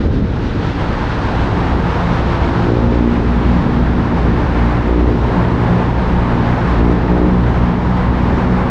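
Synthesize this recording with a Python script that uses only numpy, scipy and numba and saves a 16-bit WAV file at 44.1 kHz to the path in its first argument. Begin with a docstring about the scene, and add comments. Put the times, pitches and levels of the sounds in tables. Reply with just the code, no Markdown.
"""Twin motorcycle in a road tunnel

The microphone rides on a big twin as it cruises through a concrete tube. Wind buffets the microphone
and tyre roar fills the tunnel from its mouth on, with one brief hoot and a faint high hiss.
Close by, the exhaust barks once a firing, louder at five twists of the throttle; the walls
throw the bark back, and the tube booms on the lowest engine orders."""
import sys
import numpy as np
from scipy import signal
from scipy.fft import rfft, irfft, next_fast_len
from scipy.io import wavfile
from scipy.ndimage import uniform_filter1d, minimum_filter1d
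from numba import njit

SR = 44100
rng = np.random.default_rng(int(sys.argv[2]) if len(sys.argv) > 2 else 0)


def to_wav(s):
    """Save 16-bit WAV."""
    ch = np.atleast_2d(s).T  # columns
    pcm = np.round(np.clip(ch, -1, 1) * 32767)  # PCM
    wavfile.write(sys.argv[1], SR, pcm.astype(np.int16))


N = 383669
T = np.arange(N) / SR

# Road and air noise at the bike: (time [s], tyre gain [dB], tyre treble lift [dB], wind gain [dB])
ROAD_AND_AIR = [(0, -30, 12, -14), (.06, -31.5, 10.5, -9.5), (.09, -37.5, 10, -14),
                (.14, -31.5, 10.5, -13.5), (.22, -36.5, 10.5, -12), (.3, -33, 9, -15),
                (.36, -32, 10, -17.5), (.46, -30.5, 11, -16), (.6, -30.5, 10.5, -17), (.7, -28, 11.5, -17),
                (.78, -25.5, 7.5, -17.5), (.88, -25.5, 6.5, -17.5), (1.05, -23.5, 6.5, -20),
                (1.4, -23, 4.5, -16), (1.75, -23.5, 4.5, -16.5), (2.05, -21.5, 4.5, -19),
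                (2.55, -23, 3.5, -15), (2.75, -24, 4, -17.5), (3.05, -25, 3.5, -16),
                (3.5, -23.5, 3.5, -14.5), (3.9, -24, 2, -14.5), (4.3, -24.5, 3, -13.5),
                (4.55, -21.5, 1.5, -17), (4.86, -23.5, 2.5, -15), (4.94, -25, 2, -18),
                (5.12, -25, 2.5, -17.5), (5.4, -21.5, 0, -15), (6.05, -22.5, 1.5, -16),
                (6.6, -21, 1, -15.5), (6.9, -22.5, 1.5, -15), (7.2, -23.5, 0, -17.5),
                (7.5, -23.5, 0.5, -16), (8.0, -23, 0, -15), (8.35, -23, 2, -13.5), (8.7, -20, -2, -16)]


def undb(db):
    """Decibels to amplitude."""
    return 10 ** (np.asarray(db) / 20)


def level(x, db):
    """Scale to an rms level."""
    return x * undb(db) / np.sqrt(np.mean(x ** 2))


def curves(table):
    """Columns of a table, joined by straight lines in time."""
    times, *columns = np.transpose(table)
    return [np.interp(T, times, column) for column in columns]


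@njit
def bandpass(x, hz, width_hz):
    """State-variable resonance, gain 1 at the centre."""
    y, band_state, low_state = np.empty(len(x)), 0., 0.
    g, damping = np.tan(np.pi * hz / SR), width_hz / hz
    for i in range(len(x)):
        band = (band_state + g * (x[i] - low_state)) / (1 + g * (g + damping))
        band_state = 2 * band - band_state
        low_state += 2 * g * band
        y[i] = damping * band
    return y


def wander(rate):
    """Random values held for 1 / rate seconds and smoothed twice; spread near 1."""
    hold = int(SR / rate)
    steps = np.repeat(rng.standard_normal(N // hold + 1), hold)
    return 1.3 * uniform_filter1d(uniform_filter1d(steps, hold), hold)[:N]


def rushing_noise(spectrum, swell_db, flicker_db, flicker_rate, treble_db=0, bass_db=0, bright_db=0):
    """Coloured noise in half-octave bands that swell together and flicker alone."""
    hz, db = np.transpose(spectrum)
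    n = next_fast_len(N, True)
    freqs = np.maximum(np.arange(n // 2 + 1) * SR / n, 1)
    colour = undb(np.interp(np.log(freqs), np.log(hz), db, -150, -150))
    noise = rfft(rng.standard_normal(n)) * colour
    out = 0
    for octave in np.arange(4, 14.5, .5):  # band centre: 2 ** octave Hz
        share = np.cos(np.pi * np.clip(np.log2(freqs) - octave, -.5, .5)) ** 2
        tilt_db = bass_db * np.interp(octave, [6.5, 7.5], [1, 0])
        tilt_db += treble_db * np.interp(octave, [10, 10.5, 11, 12, 12.5, 13.5], [0, .6, .45, 1, 1, .3])
        tilt_db += bright_db * (10.5 <= octave <= 11)
        out += irfft(noise * share, n)[:N] * undb(tilt_db + swell_db + flicker_db * wander(flicker_rate))
    return out / np.sqrt(np.mean(colour ** 2))


def hiss():
    """A faint high hiss that grows about three seconds in and stays."""
    band = rng.standard_normal(N)
    for _ in range(2):
        band = bandpass(band, hz=12500., width_hz=6000.)
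    return level(band, db=-78) * np.clip((T - 3.1) / .7 + .5, .05, 1)


def hoot():
    """A brief soft tone that swells and fades as its pitch falls."""
    start_s, length_s, from_hz, to_hz = 2.38, .15, 685, 655
    progress = np.clip((T - start_s) / length_s, 0, 1)
    hz = from_hz + (to_hz - from_hz) * progress
    return undb(-23.5) * np.sin(np.pi * progress) * np.sin(2 * np.pi * np.cumsum(hz) / SR)


def tread_hum():
    """The tread blocks hum in a narrow band inside the roar."""
    # Strength of the hum: (time [s], level [dB])
    hum_levels = [(0, -52), (1, -38), (3, -42), (5, -42), (5.4, -35.5), (6.5, -34.5), (7.2, -36),
                  (8.7, -34)]
    band = rng.standard_normal(N)
    for _ in range(3):
        band = bandpass(band, hz=930., width_hz=260.)
    return level(band, 0) * undb(curves(hum_levels)[0])


def tyre_roar():
    """Tyres on the road fill the tunnel, louder and duller past its mouth."""
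    # Colour of the roar: (frequency [Hz], relative density [dB])
    spectrum = [(200, -17), (320, -10.5), (450, -1.5), (650, -1.5), (800, 0.5), (850, 1), (900, 2),
                (970, -1), (1030, 0), (1100, -2.5), (1400, -7.5), (1750, -9.5), (2000, -12.5),
                (2600, -18.5), (3800, -24.5), (5500, -34.5), (7500, -45), (10000, -53.5), (11000, -62),
                (12000, -67), (13500, -75), (15500, -91)]
    # Its upper middle, an octave around 1.8 kHz: (time [s], lift [dB])
    brightness = [(0, 0), (2.5, -0.5), (3.5, 0), (4.3, 1.5), (4.6, 1.5), (4.88, 0.5), (4.95, -0.5),
                  (5.6, 0), (6.5, 1), (7.5, .5), (8.7, 1)]
    gain_db, treble_db, _ = curves(ROAD_AND_AIR)
    return undb(gain_db) * rushing_noise(spectrum, swell_db=.8 * wander(24), flicker_db=.4,
                                        flicker_rate=14, treble_db=treble_db,
                                        bright_db=curves(brightness)[0])


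def wind_buffet():
    """The airstream beats right on the microphone in a low rumble."""
    # Colour of the wind: (frequency [Hz], relative density [dB])
    spectrum = [(18, -8), (28, 10.5), (40, 12), (50, 5.5), (65, 13), (90, 11), (150, 8), (270, 3.5),
                (450, -5), (800, -20)]
    # Its bass: (time [s], lift [dB])
    rumble = [(0, -1.5), (.8, 0.5), (1.8, 0.5), (2.7, -2), (3.6, -3.5), (4.3, -1), (5, -3), (5.7, -3),
              (6.4, -2), (7.2, -1.5), (8, -2), (8.7, -5)]
    _, _, gain_db = curves(ROAD_AND_AIR)
    return undb(gain_db) * rushing_noise(spectrum, swell_db=.6 * wander(5), flicker_db=.6,
                                        flicker_rate=8, bass_db=curves(rumble)[0])


def tunnel_reverb(exhaust, t60_s=.35, gain_db=-10):
    """The concrete all around smears each bark into a dense growl."""
    t = T[:int(t60_s * SR)]
    tail = rng.standard_normal(len(t)) * undb(-60 * t / t60_s) * np.minimum(t / .006, 1)
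    return undb(gain_db) * signal.oaconvolve(exhaust, tail / np.sqrt(np.sum(tail ** 2)))[:N]


def wall_echoes(exhaust):
    """Walls that come nearer or fall behind return the note sharper or flatter."""
    # Paths off walls ahead and behind: (starting delay [s], closing speed [m/s], gain [dB])
    paths = [(.021, .05, -13), (.25, 6.0, -11), (.12, -5.0, -12)]
    return sum(undb(db) * np.interp(T - delay + T * speed / 343, T, exhaust)
               for delay, speed, db in paths)


def tunnel_boom(cycles, bark_db):
    """Low orders: nearly in step with the firings on open throttle, else scattered by the tube's paths."""
    # Steady drone, orders 1 to 9 of the firing rate: (base level [dB])
    drone = (-20, -22, -23.5, -28.5, -38.5, -35.5, -37, -37.5, -39.5)
    # The drone grows as the tunnel closes in: (time [s], gain [dB])
    enclosure = [(0, -14), (1.2, -5), (2.6, -3.5), (8.7, 0)]
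    # Its strongest throbs: (centre [s], length [s], engine order, peak level [dB])
    throbs = [(0.322, 0.43, 1, -24.5), (1.454, 0.68, 1, -22), (1.65, 0.58, 3, -22.5), (1.9, 0.17, 1, -20),
              (2.074, 0.2, 3, -18), (2.172, 0.15, 2, -19.5), (2.465, 0.95, 6, -26), (1.884, 0.39, 9, -35.5),
              (2.854, 0.34, 9, -27.5), (2.63, .25, 3, -17.5), (2.75, 0.7, 2, -19), (3.623, 0.23, 2, -21),
              (4.42, 0.27, 2, -22.5), (7.0, 0.49, 2, -23), (6.97, .12, 3, -18.5), (2.868, 0.16, 4, -18),
              (2.953, 0.51, 1, -15.5), (3.091, 0.28, 4, -14.5), (3.403, 0.64, 1, -15.5),
              (3.332, 0.31, 4, -20.5), (3.528, 0.18, 4, -18.5), (3.55, 0.13, 3, -13.5),
              (3.737, 0.3, 4, -18.5), (3.966, 0.32, 4, -19.5), (3.86, 0.37, 1, -15), (4.039, 0.13, 2, -16),
              (4.22, 0.4, 1, -16.5), (4.131, 0.16, 4, -22.5), (4.317, 0.16, 4, -21),
              (4.642, 0.23, 4, -20.5), (4.657, 0.39, 1, -15), (4.78, 0.17, 2, -18), (5.007, 0.47, 1, -11.5),
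              (5.194, 0.29, 4, -20), (5.389, 0.077, 3, -12.5), (5.549, 0.92, 2, -18.5),
              (5.74, 0.15, 3, -13), (6.1, .35, 1, -16), (6.154, 0.49, 3, -21), (6.448, 0.83, 2, -17.5),
              (6.823, 0.32, 1, -11.5), (5.632, 0.42, 4, -23.5), (6.391, 0.42, 4, -24),
              (6.854, 0.24, 4, -18), (6.922, 0.15, 3, -18), (7.118, 0.16, 3, -14.5),
              (7.252, 0.56, 4, -21.5), (7.352, 0.27, 3, -15.5), (7.369, 0.95, 1, -16.5),
              (7.582, 0.25, 2, -22), (7.705, 0.12, 3, -14.5), (7.69, 0.28, 4, -22), (7.95, 1, 3, -19.5),
              (8.166, 0.31, 4, -21), (8.541, 0.14, 3, -13)]
    shut_db, open_db = -27, -21  # bark at a shut and an open throttle
    lead_rad = .6  # the orders lead the push of gas: pressure climbs to each firing, then drops
    scatter = np.interp(bark_db, (shut_db, open_db), [1, .4])
    out = 0
    for order, db in enumerate(drone, 1):
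        waver_rad = scatter * (2.2 * wander(1) + .18 * (1 + order / 2) * wander(10))
        fade_db = 1.3 * wander(9)  # paths through the tube add or cancel
        size = undb(db + curves(enclosure)[0] + fade_db)
        for centre, length, throb_order, peak_db in throbs:
            if throb_order == order:
                span = slice(max(int((centre - length / 2) * SR), 0), int((centre + length / 2) * SR))
                throb = undb(peak_db) * np.cos(np.pi * (T[span] - centre) / length)
                size[span] = np.maximum(size[span], throb)
        flicker = undb(.8 * wander(14))
        out += np.sqrt(2) * size * flicker * np.cos(2 * np.pi * order * cycles + lead_rad + waver_rad)
    return out


def throttle(attack_s=.05, release_s=.06):
    """Level of the bark in dB: cruising, lifted by each twist of the grip."""
    # Bark while cruising: (time [s], level [dB])
    cruise = [(0, -29), (.6, -31), (1.7, -28.5), (2.3, -33), (3.9, -26.5), (5.5, -27), (6.7, -36.5),
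              (8.7, -32.5)]
    # Twists of the throttle: (start [s], hold [s], bark level [dB])
    twists = [(2.62, .1, -17.5), (2.88, .15, -20), (4.87, .2, -18), (6.75, .12, -19), (7.05, .16, -19)]
    cruise_db, = curves(cruise)
    bark_db = cruise_db
    for start, hold, top_db in twists:
        opening = np.interp(T - start, np.cumsum([0, attack_s, hold, release_s]), [0, 1, 1, 0])
        bark_db = bark_db + (top_db - cruise_db) * opening
    return bark_db


def exhaust_bark(cycles, bark_db):
    """Close by, each firing is a soft, uneven push of gas with a rasp behind it; both ring the pipe."""
    # Modes of the pipe: (frequency [Hz], width [Hz], gain [dB])
    modes = [(297, 42, -1), (357, 38, 2), (417, 42, -2), (520, 70, -12)]
    push_s, uneven_db, jitter_s, rasp_db = .0027, 2.0, .00025, -10
    push = np.hanning(int(push_s * SR)) ** 2

    def ring_pipe(drive):
        gas = np.convolve(drive, push, "same")
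        return sum(undb(db) * bandpass(gas, float(hz), float(width)) for hz, width, db in modes)

    firings = np.flatnonzero(np.diff(np.floor(cycles)))
    size, late = rng.standard_normal((N // 500, 2))[:len(firings)].T
    onsets = np.clip(firings + (jitter_s * SR * late).astype(int), 0, N - 1)
    pulses = np.zeros(N)
    pulses[onsets] = undb(uneven_db * size)
    rasp = np.exp(-(cycles % 1) / .4) * rng.standard_normal(N)
    return (level(ring_pipe(pulses), 0) + level(ring_pipe(rasp), rasp_db)) * undb(bark_db)


def scene():
    """Exhaust, tunnel, road and air meet at one microphone on the bike."""
    # Pace of the engine: (time [s], firing rate [Hz])
    firing_rate = [(0, 58.54), (1.4, 58.14), (2.2, 57.9), (2.6, 56.97), (2.7, 58.76), (3.2, 58.96),
                   (3.6, 61.15), (3.85, 60.1), (4.05, 58.85), (4.75, 58.74), (5.0, 59.95), (5.25, 59.4),
                   (6.55, 59.28), (7.0, 59.16), (7.2, 60.54), (7.55, 59.93), (8.2, 61.55), (8.7, 61.1)]
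    cycles = np.cumsum(curves(firing_rate)[0]) / SR  # one cycle a firing
    bark_db = throttle()
    exhaust = exhaust_bark(cycles, bark_db)
    rush = tyre_roar() + wind_buffet()
    tunnel = wall_echoes(exhaust) + tunnel_reverb(exhaust) + tunnel_boom(cycles, bark_db)
    return (exhaust + tunnel + rush + hoot() + hiss() + tread_hum())[None]


def record(dry):
    """A limiter looks ahead and holds the peaks down; the top is cut."""
    ceiling, hold_s, top_hz = .83, .02, 15140
    hold = int(hold_s * SR)
    needed_gain = ceiling / np.maximum(np.abs(dry), ceiling)
    gain = uniform_filter1d(minimum_filter1d(needed_gain, hold), hold)
    fade_in = np.minimum(T / .005, 1)
    lowpass = signal.ellip(8, .2, 70, top_hz, fs=SR, output="sos")
    return signal.sosfilt(lowpass, dry * gain * fade_in)


dry = scene()
out = record(dry)
to_wav(out)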